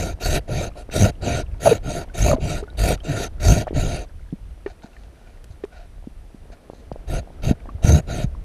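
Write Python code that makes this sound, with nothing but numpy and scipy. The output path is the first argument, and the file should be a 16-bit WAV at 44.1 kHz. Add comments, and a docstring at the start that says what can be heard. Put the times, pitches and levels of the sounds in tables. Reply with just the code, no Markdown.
"""Rasping saw strokes under water: a curved hand saw cuts a branch close to a camera housing.
On hard pulls and lighter pushes the teeth tear fibres, ring the steel, grind the wood and shake
the branch; the blade judders and squeaks where it binds. In a pause a hand shifts the branch,
splinters snap, bubbles pop and the housing is bumped. Water churns throughout, over faint
hiss and whine from the electronics."""
import sys
import numpy as np
from scipy import signal
from scipy.fft import rfft, irfft, next_fast_len
from scipy.io import wavfile
from scipy.ndimage import uniform_filter1d, map_coordinates

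SR = 44100
rng = np.random.default_rng(int(sys.argv[2]) if len(sys.argv) > 2 else 0)


def materialize(psi):
    """Save the field psi as 16-bit PCM at rate SR to the path in sys.argv[1].

    A 1-D psi becomes a single channel; in a 2-D psi each row is a channel.
    """
    bounded = np.clip(np.atleast_2d(psi).T, -1, 1)
    quanta = np.round(bounded * 32767).astype(np.int16)
    wavfile.write(sys.argv[1], SR, quanta)


N = 372204

# Strokes: (start [s], length [s], hardest bite [share of length], blade rasp [dB], tooth hiss [dB],
# wood grind [dB], branch shake [dB], water surge [dB])
PULL_STROKES = [ (0.196, 0.2, 0.64, -31.5, -30, -25, -24.5, -22.5),
                (0.908, 0.2, 0.48, -30.5, -30.5, -21.5, -17.5, -24.5),
                (1.598, 0.19, 0.32, -34.5, -33.5, -23.5, -21.5, -29),
                (2.135, 0.22, 0.54, -33, -31, -24, -19, -22.5),
                (2.769, 0.19, 0.54, -31.5, -29.5, -23.5, -22.5, -21.5),
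                (3.395, 0.25, 0.37, -34, -32, -24, -14.5, -21.5),
                (7.069, 0.14, 0.44, -41, -42.5, -29.5, -27.5, -27),
                (7.419, 0.11, 0.62, -37.5, -43, -28, -18, -20.5),
                (7.821, 0.188, 0.37, -34.5, -33, -22.5, -11, -33), ]
PUSH_STROKES = [ (-0.1, 0.24, 0.54, -36.5, -38.5, -28.5, -21.5, -24.5),
                (0.472, 0.22, 0.68, -37, -41.5, -29, -20, -27),
                (0.75, 0.084, 0.64, -51.5, -54, -41, -53, -51),
                (1.21, 0.22, 0.67, -33, -39, -26.5, -18.5, -30),
                (1.825, 0.22, 0.74, -38.5, -41, -30.5, -24.5, -37),
                (2.397, 0.22, 0.59, -36, -39.5, -30, -21.5, -28),
                (3.03, 0.25, 0.77, -34.5, -37, -28, -24, -45), (3.732, 0.32, 0.28, -36, -40, -29, -23, -28),
                (8.067, 0.19, 0.67, -36, -42, -30, -22.5, -36), ]
# Envelopes of rasp, hiss, grind, shake, surge, a row each:
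# (peak lag after hardest bite [share of length], sharpness [exponent], overrun [s])
PULL_ENVELOPES = [ (0.12, 0.75, 0.001), (0.028, 1.07, 0.002), (0.13, 0.95, 0.0088), (0.15, 1.68, 0.015),
                  (-0.28, 0.8, 0.053), ]
PUSH_ENVELOPES = [ (-0.073, 0.79, 0.0044), (0.0043, 0.94, 0.001), (-0.11, 0.61, 0.0059),
                  (-0.37, 1.13, 0.0034), (-0.086, 0.45, 0.047), ]


def amp(db):
    """Decibels to gain."""
    return 10 ** (np.asarray(db) / 20)


def unit(x):
    """Scale to rms 1."""
    return x / np.sqrt(np.mean(x ** 2) + 1e-20)


def clock(length_s):
    """Sample times over a duration."""
    return np.arange(max(int(length_s * SR), 2)) / SR


def add(track, start_s, sound):
    """Mix a sound in; it may start before time 0."""
    start = round(start_s * SR)
    sound = sound[max(-start, 0):]
    part = track[max(start, 0):][:len(sound)]
    part += sound[:len(part)]


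def level(points):
    """Gain per sample from (time [s], level [dB]) points."""
    return amp(np.interp(np.arange(N) / SR, *np.transpose(points)))


def swell(length_s, peak_share, sharpness):
    """Arch from 0 to 1 and back."""
    turn = np.interp(clock(length_s) / length_s, [0, np.clip(peak_share, .1, .9), 1], [0, .5, 1])
    return np.abs(np.sin(np.pi * turn)) ** abs(sharpness)


def stroke_gains(rows, envelopes):
    """Gains of rasp, hiss, grind, shake and surge; one arch each per stroke."""
    out = np.zeros((len(envelopes), N))
    for start_s, length_s, hardest, *levels_db in rows:
        for track, db, (lag, sharpness, overrun_s) in zip(out, levels_db, envelopes):
            add(track, start_s, amp(db) * swell(length_s + overrun_s, hardest + lag, sharpness))
    return out


def wobble(rate_hz):
    """Smooth random curve with knots at rate_hz."""
    knots = rng.standard_normal(int(N * rate_hz / SR) + 4)
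    return map_coordinates(knots, [np.arange(N) * rate_hz / SR])


def filtered(x, response):
    """Apply a frequency response."""
    m = next_fast_len(N + 8192)
    return irfft(rfft(x, m) * response(np.fft.rfftfreq(m, 1 / SR)), m)[:N]


def noise(spectrum):
    """Shaped noise, rms 1."""
    f, db = np.transpose(spectrum)
    white = rng.standard_normal(N)
    return unit(filtered(white, lambda hz: amp(np.interp(np.log(hz + 1), np.log(f), db))))


def impulses(rate_hz, spread_db):
    """Tiny snaps of uneven size at random times."""
    hits = rng.random(N) < rate_hz / SR
    return hits * rng.standard_normal(N) * amp(spread_db * rng.standard_normal(N))


def resonate(x, modes, low_hz, high_hz):
    """x rings a body that radiates between two frequencies; rms 1."""
    f = np.linspace(1, SR / 2, num=4096)
    body = sum(amp(db) * 1j * f * width / (hz * hz - f * f + 1j * f * width) for hz, width, db in modes)
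    body = body / (1 + (low_hz / f) ** 8) / (1 + (f / high_hz) ** 8)
    return unit(filtered(x, lambda hz: np.interp(hz, f, body)))


def pings(rows, attack_cycles, glide, gain_db):
    """Damped sines that bend in pitch as they die."""
    out = np.zeros(N)
    for start_s, db, hz, t60_s in rows:
        t = clock(1.5 * t60_s)
        phase = 2 * np.pi * hz * t * (1 + glide * t / t60_s)
        ring = np.sin(phase) * amp(-60 * t / t60_s) * (1 - np.exp(-t * hz / attack_cycles))
        add(out, start_s, amp(db + gain_db) * ring / np.abs(ring).max())
    return out


def electronics():
    """The camera's own hiss and thin whine."""
    # Hiss spectrum: (frequency [Hz], density [dB])
    hiss = [(1500, 7.5), (3000, 3.5), (7000, -5), (10200, -1.5), (11000, -7.5), (13000, -15.5),
            (14600, -12), (15200, -28)]
    # Whine tones: (frequency [Hz], level [dB])
    whine = [(5844, -80.5), (8781, -86.5), (11718, -77), (14625, -85.5)]
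    t = np.arange(N) / SR
    return amp(-61.5) * noise(hiss) + sum(amp(db) * np.sin(2 * np.pi * hz * t) for hz, db in whine)


def water():
    """Strokes push water against the housing in lumps, under a soft wash and dull taps."""
    # Stirring between strokes, and wash: (time [s], level [dB])
    churn_levels = [(0, -34), (3.9, -29.5), (4.2, -37), (5.3, -43), (5.9, -39), (6.7, -42), (7.4, -34.5),
                    (8.44, -25.5)]
    wash_levels = [(0, -49), (3.9, -48), (4.2, -56), (4.6, -53), (5.3, -52.5), (6.1, -56), (6.6, -50.5),
                   (7.4, -46.5), (8.44, -48)]
    # Water spectra: (frequency [Hz], density [dB])
    surge_spectrum = [(10, -18), (22, 1), (45, 1), (70, -2), (100, -11.5), (140, -18), (200, -28.5),
                      (400, -50), (800, -100)]
    wash_spectrum = [(88, -36.5), (150, 10), (670, 3), (1080, -11), (1170, -10), (1640, -11.5),
                     (3040, -20.5), (4760, -27), (6000, -26), (7800, -45.5), (13200, -120)]
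    pull_surge = stroke_gains(PULL_STROKES, PULL_ENVELOPES)[-1]
    push_surge = stroke_gains(PUSH_STROKES, PUSH_ENVELOPES)[-1]
    surge = np.hypot(level(churn_levels), pull_surge + push_surge)
    lumps = unit(noise(surge_spectrum) * amp(3.3 * wobble(9)))
    hits = impulses(rate_hz=25, spread_db=2.5)
    taps = resonate(hits, [(260, 300, -1), (600, 280, 0)], low_hz=120.4, high_hz=1020)
    wash = noise(wash_spectrum) * amp(0.73 * wobble(40))
    return amp(-1) * surge * lumps + level(wash_levels) * (amp(-2.5) * wash + amp(-10) * taps)


def fizz(centre_hz, t60_cycles, spread_db, count):
    """Small bubbles escape from the wood; the smaller, the higher and shorter."""
    # Bubble strength: (time [s], level [dB])
    fizz_levels = [(0, -42.5), (2.7, -47), (3.7, -43), (4.9, -54.5), (5.4, -59), (6.8, -60), (7.6, -47),
                   (8.44, -67)]
    start_s = rng.random(count) * N / SR
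    smallness, strength = np.clip(rng.standard_normal((count, 2)), -2, 2).T
    hz = centre_hz * 2 ** (.6 * smallness)
    db = np.interp(start_s, *np.transpose(fizz_levels)) + spread_db * strength - 2 * smallness
    rows = np.transpose([start_s, db, hz, t60_cycles / hz])
    return pings(rows, attack_cycles=.5, glide=0.052, gain_db=-7)


def fragments(parents, centre_hz, spread_s, offset_db, t60_cycles, count):
    """Each large bubble sheds a gritty burst of small ones."""
    parent_s, parent_db = np.repeat(np.array(parents)[:, :2], count, axis=0).T
    delay, smallness, strength = np.clip(rng.standard_normal((len(parent_s), 3)), -2, 2).T
    hz = centre_hz * 2 ** (1.02 * smallness)
    db = parent_db + offset_db + 3 * (strength - smallness)
    rows = np.transpose([parent_s + spread_s * np.abs(delay), db, hz, t60_cycles / hz])
    return pings(rows, attack_cycles=0.28, glide=0.068, gain_db=2.5)


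def bubbles():
    """Large bubbles ring with rising pitch and shed fragments."""
    # Pops: (time [s], level [dB], pitch [Hz], t60 [s])
    pops = [(2.098, -44, 1480, 0.04), (2.283, -26.5, 1030, 0.021), (2.314, -18.5, 1230, 0.02),
            (2.334, -24, 990, 0.044), (2.362, -26.5, 628, 0.11), (2.626, -26, 405, 0.064),
            (2.638, -38, 1250, 0.016), (2.681, -42.5, 1436, 0.094), (2.702, -44.5, 3800, 0.019),
            (3.004, -40.5, 3080, 0.027), (3.669, -21.5, 674, 0.016), (3.672, -31, 1180, 0.012),
            (3.677, -19.5, 615, 0.022), (3.682, -35, 1800, 0.017), (4.6613, -20.5, 390, 0.048),
            (5.638, -20, 391, 0.038), (7.691, -33, 1115, 0.033), (8.35, -39, 1020, 0.014)]
    shed = fragments(pops, centre_hz=1710, spread_s=.009, offset_db=-18.5, t60_cycles=4.1, count=8)
    return pings(pops, attack_cycles=0.35, glide=0.057, gain_db=2.5) + shed


def handling():
    """Bark scrapes against the hand, twigs against the blade."""
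    # Rubs: (start [s], length [s], bark [dB], twigs [dB])
    rubs = [(4.665, 0.08, -50, -65), (4.825, 0.061, -49, -58), (4.88, 0.24, -57.5, -69),
            (5.134, 0.29, -59.5, -77), (5.501, 0.044, -58, -63), (5.715, 0.165, -48.5, -80),
            (6.513, 0.041, -48.5, -62), (6.7, 0.16, -65, -66)]
    # Resonances: (frequency [Hz], width [Hz], level [dB])
    bark_modes = [(686, 73, 12.5), (1450, 91, 6), (1800, 240, -12), (2320, 140, -4), (3750, 250, -12)]
    twig_modes = [(2650, 320, -12), (4070, 700, 1), (6200, 450, -1)]
    bark_gain, twig_gain = np.zeros((2, N))
    for start_s, length_s, bark_db, twig_db in rubs:
        rub = swell(length_s, peak_share=0.27, sharpness=1)
        add(bark_gain, start_s, amp(bark_db) * rub)
        add(twig_gain, start_s, amp(twig_db) * rub)
    grit = impulses(rate_hz=2500, spread_db=1) * amp(2.3 * wobble(60))
    bark = resonate(grit, bark_modes, low_hz=348, high_hz=7200)
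    twigs = resonate(grit, twig_modes, low_hz=2200, high_hz=8000)
    return bark_gain * bark + twig_gain * twigs


def splinters(decay_s, crack_gain, gain_db):
    """Each snap is a brief ring plus a crack of noise, dulled by the housing."""
    # Snaps: (time [s], level [dB], ring [Hz], crack cut-off [Hz])
    snaps = [(0.899, -35, 1470, 2380), (2.1, -47, 1500, 3000), (2.976, -37, 1340, 3000),
             (4.662, -24, 1800, 1900), (4.666, -34.5, 2350, 2600), (4.8215, -44, 1410, 4040),
             (4.931, -46, 2700, 3000), (4.966, -38, 1800, 2520), (5.035, -44.5, 2700, 3500),
             (5.274, -44, 2320, 2500), (5.372, -47, 1900, 2500), (5.442, -45, 1450, 10980),
             (5.637, -33, 1840, 2600), (5.641, -38, 2410, 2400), (6.525, -50, 1510, 3000),
             (6.925, -43.5, 4790, 4970), (7.602, -42, 2250, 3000)]
    out, t = np.zeros(N), clock(.03)
    for start_s, db, hz, cutoff_hz in snaps:
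        lowpass = signal.butter(3, min(cutoff_hz / SR * 2, .9))
        crack = signal.lfilter(*lowpass, rng.standard_normal(len(t)))
        ring = np.sin(2 * np.pi * hz * t) * (1 - np.exp(-t * hz))
        add(out, start_s, amp(db + gain_db) * (ring + crack_gain * crack) * np.exp(-t / decay_s))
    return out


def bumps(cutoff_hz):
    """Dull knocks of hand and tool on the housing."""
    # Knocks: (time [s], level [dB], pitch [Hz], t60 [s])
    knocks = [(0.495, -22, 500, 0.014), (0.611, -21.5, 575, 0.023), (0.891, -25, 434, 0.0067),
              (1.860, -25.5, 460, 0.0079), (2.281, -15.5, 258, 0.02), (2.338, -15, 258, 0.06),
              (2.383, -21.5, 397, 0.02), (3.7085, -19, 368, 0.014), (3.730, -17.5, 332, 0.0098),
              (4.3265, -19, 203, 0.028), (4.3335, -20.5, 211, 0.035), (4.836, -40, 900, 0.035),
              (4.844, -30.5, 227, 0.026), (5.503, -28.5, 75, 0.05), (6.072, -24, 243, 0.021),
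              (6.346, -30, 225, 0.013), (6.456, -40, 480, 0.008), (6.502, -33, 420, 0.0039),
              (6.6997, -21, 503, 0.0047), (6.734, -27, 430, 0.0025), (6.9165, -17.5, 610, 0.0063),
              (6.918, -24.5, 140, 0.027), (6.9595, -25.5, 564, .011), (7.274, -34.5, 680, 0.016),
              (7.5108, -3, 195, 0.02), (7.686, -32.5, 268, 0.028), (7.748, -21, 80, 0.059),
              (7.846, -1, 96, 0.018), (8.243, -9.5, 130, 0.029)]
    rings = pings(knocks, attack_cycles=0.25, glide=-0.046, gain_db=1.5)
    return filtered(rings, lambda hz: 1 / (1 + (hz / cutoff_hz) ** 4))


def flares(phase_step_hz):
    """One blade mode sings out briefly, its phase wandering."""
    # Mode swells: (start [s], length [s], pitch [Hz], level [dB])
    mode_swells = [(0.221, 0.064, 4500, -29), (1.618, 0.062, 10000, -38.5), (2.213, 0.024, 6400, -24),
                   (2.8, 0.055, 4550, -33.5), (3.429, 0.048, 4600, -33), (3.46, 0.078, 6230, -25.5),
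                   (7.863, 0.033, 6340, -28)]
    out = np.zeros(N)
    for start_s, length_s, hz, db in mode_swells:
        t = clock(length_s)
        knots_s = np.arange(0, length_s + 1 / phase_step_hz, 1 / phase_step_hz)
        phase = np.interp(t, knots_s, np.cumsum(rng.standard_normal(len(knots_s))))
        add(out, start_s, amp(db) * np.sin(np.pi * t / length_s) * np.sin(2 * np.pi * hz * t + phase))
    return out


def stick_slip(rows, overtone_db, waver, sharpness):
    """The blade catches and lets go: short glides with an unsteady period and a lopsided wave."""
    out, drift = np.zeros(N), rng.standard_normal((len(rows), 12))
    for (start_s, length_s, first_hz, last_hz, db), knots in zip(rows, drift):
        progress = clock(length_s) / length_s
        detune = 1 + waver * np.interp(progress, np.linspace(0, 1, len(knots)), knots)
        hz = (first_hz + (last_hz - first_hz) * progress) * detune
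        phase = 2 * np.pi * np.cumsum(hz) / SR
        wave = np.sin(phase) + amp(overtone_db) * np.sin(2 * phase)
        add(out, start_s, amp(db) * np.abs(np.sin(np.pi * progress)) ** sharpness * wave)
    return out


def moving_contact(x, depth_db):
    """Neighbouring modes swell and sink at random as the contact point moves."""
    spectra = signal.stft(x, nperseg=512)[2]
    field = uniform_filter1d(rng.standard_normal(spectra.shape), size=6, axis=0)
    field = uniform_filter1d(field, size=9, axis=1)
    return unit(signal.istft(spectra * amp(depth_db * unit(field)), nperseg=512)[1][:N])


def slide(x, rows, bend):
    """The blade's free length changes along a stroke and bends its resonances."""
    t = np.arange(N) / SR
    position = sum(np.interp(t, [start_s, start_s + length_s], [-1, 1], left=0, right=0)
                   for start_s, length_s, *_ in rows)
    return map_coordinates(x, [np.cumsum(1 + bend * position)], order=5, mode="mirror")


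def strokes(rows, envelopes, catch_db, bend, bright_hz, rough_db, rasp_db, hiss_db, grind_db, shake_db):
    """Teeth tear fibres in uneven bites that ring the steel, grind the wood and shake the branch."""
    # Resonances: (frequency [Hz], width [Hz], level [dB])
    blade_modes = [(1407, 128, 12), (1810, 190, 0), (2288, 286, 0), (2530, 110, -3.5), (2725, 120, -3),
                   (3170, 88, -4.5), (3815, 400, 1), (4506, 250, 1)]
    tooth_modes = [(5800, 120, -5.5), (6345, 510, 2.5), (7000, 220, -13.5), (8220, 780, -15),
                   (9460, 704, -22.5), (10110, 300, -10.5), (11580, 670, -33), (13000, 580, -31.5)]
    wood_modes = [(241, 48, -17.5), (353, 180, -1), (450, 42, -6), (540, 63, -3), (613, 33, 3.5),
                  (677, 43, 2), (690, 24, -3.5), (911, 70, -2)]
    # Branch sway: (frequency [Hz], density [dB])
    sway_spectrum = [(25, -36), (50, -11), (85, 0.5), (120, 0.5), (150, 2.5), (190, -7), (260, -12.5),
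                     (500, -46.5), (1000, -100)]
    rasp, hiss, grind, shake, _ = stroke_gains(rows, envelopes)
    roughness_db = rough_db * (wobble(260) + 1.1 * wobble(70))
    hardness_db = wobble(18)  # harder and softer wood
    bite = amp(roughness_db + hardness_db + catch_db)
    blade = resonate(bite * impulses(30000, spread_db=0.5), blade_modes, low_hz=1393, high_hz=4740)
    blade = moving_contact(blade, depth_db=2.5)
    teeth = resonate(bite * impulses(20000, spread_db=1.5), tooth_modes, low_hz=5800, high_hz=bright_hz)
    teeth = moving_contact(teeth, depth_db=4.5)
    wood = resonate(bite * impulses(1500, spread_db=-0.5), wood_modes, low_hz=174, high_hz=798)
    return (amp(rasp_db) * rasp * slide(blade, rows, bend / 2)
            + amp(hiss_db) * hiss * slide(teeth, rows, bend)
            + amp(grind_db) * grind * wood
            + amp(shake_db) * shake * noise(sway_spectrum))


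def saw():
    """The saw cuts on the pull, where each judder drives the teeth in harder once a cycle."""
    # Steel catching and binding in the wet cut: (start [s], length [s], first [Hz], last [Hz], level [dB])
    judders = [(0.24, 0.096, 34.7, 42, -15.5), (1.005, 0.059, 103, 94, -6.5),
               (1.268, 0.023, 125, 115, -15.5), (1.872, 0.028, 147, 134, -19.5),
               (2.19, 0.094, 48.7, 56.8, -11.5), (2.785, 0.088, 48, 56, -14),
               (3.08, 0.044, 155, 136.9, -18), (3.44, 0.12, 34.6, 71.7, -7), (3.76, 0.031, 146, 129.4, -14),
               (7.87, 0.11, 74.5, 75, -9)]
    squeaks = [(1.657, 0.018, 710, 584, -6.5), (1.670, 0.012, 734, 610, -1.5), (1.711, 0.02, 500, 408, -5),
               (2.295, 0.019, 608, 576, -16), (2.314, .009, 610, 630, -12.5), (2.330, 0.0072, 614, 544, -8),
               (2.906, 0.0052, 610, 600, -12.5)]
    judder = stick_slip(judders, overtone_db=-7.5, waver=.03, sharpness=0.78)
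    squeak = stick_slip(squeaks, overtone_db=-25.5, waver=0.064, sharpness=0.35)
    catch_db = -7 * judder
    pull = strokes(PULL_STROKES, PULL_ENVELOPES, catch_db, bend=0.02073, bright_hz=14900,
                   rough_db=1.57, rasp_db=2.5, hiss_db=0.5, grind_db=0.5, shake_db=-0.5)
    push = strokes(PUSH_STROKES, PUSH_ENVELOPES, catch_db=0, bend=-0.013, bright_hz=12620,
                   rough_db=0.84, rasp_db=0, hiss_db=0.5, grind_db=-0.5, shake_db=-3.5)
    return pull + push + judder + squeak + flares(phase_step_hz=1300) * amp(catch_db)


def scene():
    """All sources summed at one microphone."""
    air = bubbles() + fizz(centre_hz=2107, t60_cycles=33, spread_db=3, count=500)
    impacts = bumps(cutoff_hz=1300) + splinters(decay_s=0.0032, crack_gain=1.57, gain_db=-1)
    return (saw() + air + impacts + handling() + water() + electronics())[None]


def record(dry):
    """Soft clip, then band limit."""
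    top_hz = 15350
    rounded = dry[0] / (1 + np.abs(dry[0]) ** 8) ** (1 / 8)
    return filtered(rounded, lambda hz: hz < top_hz)[None]


dry = scene()
out = record(dry)
materialize(out)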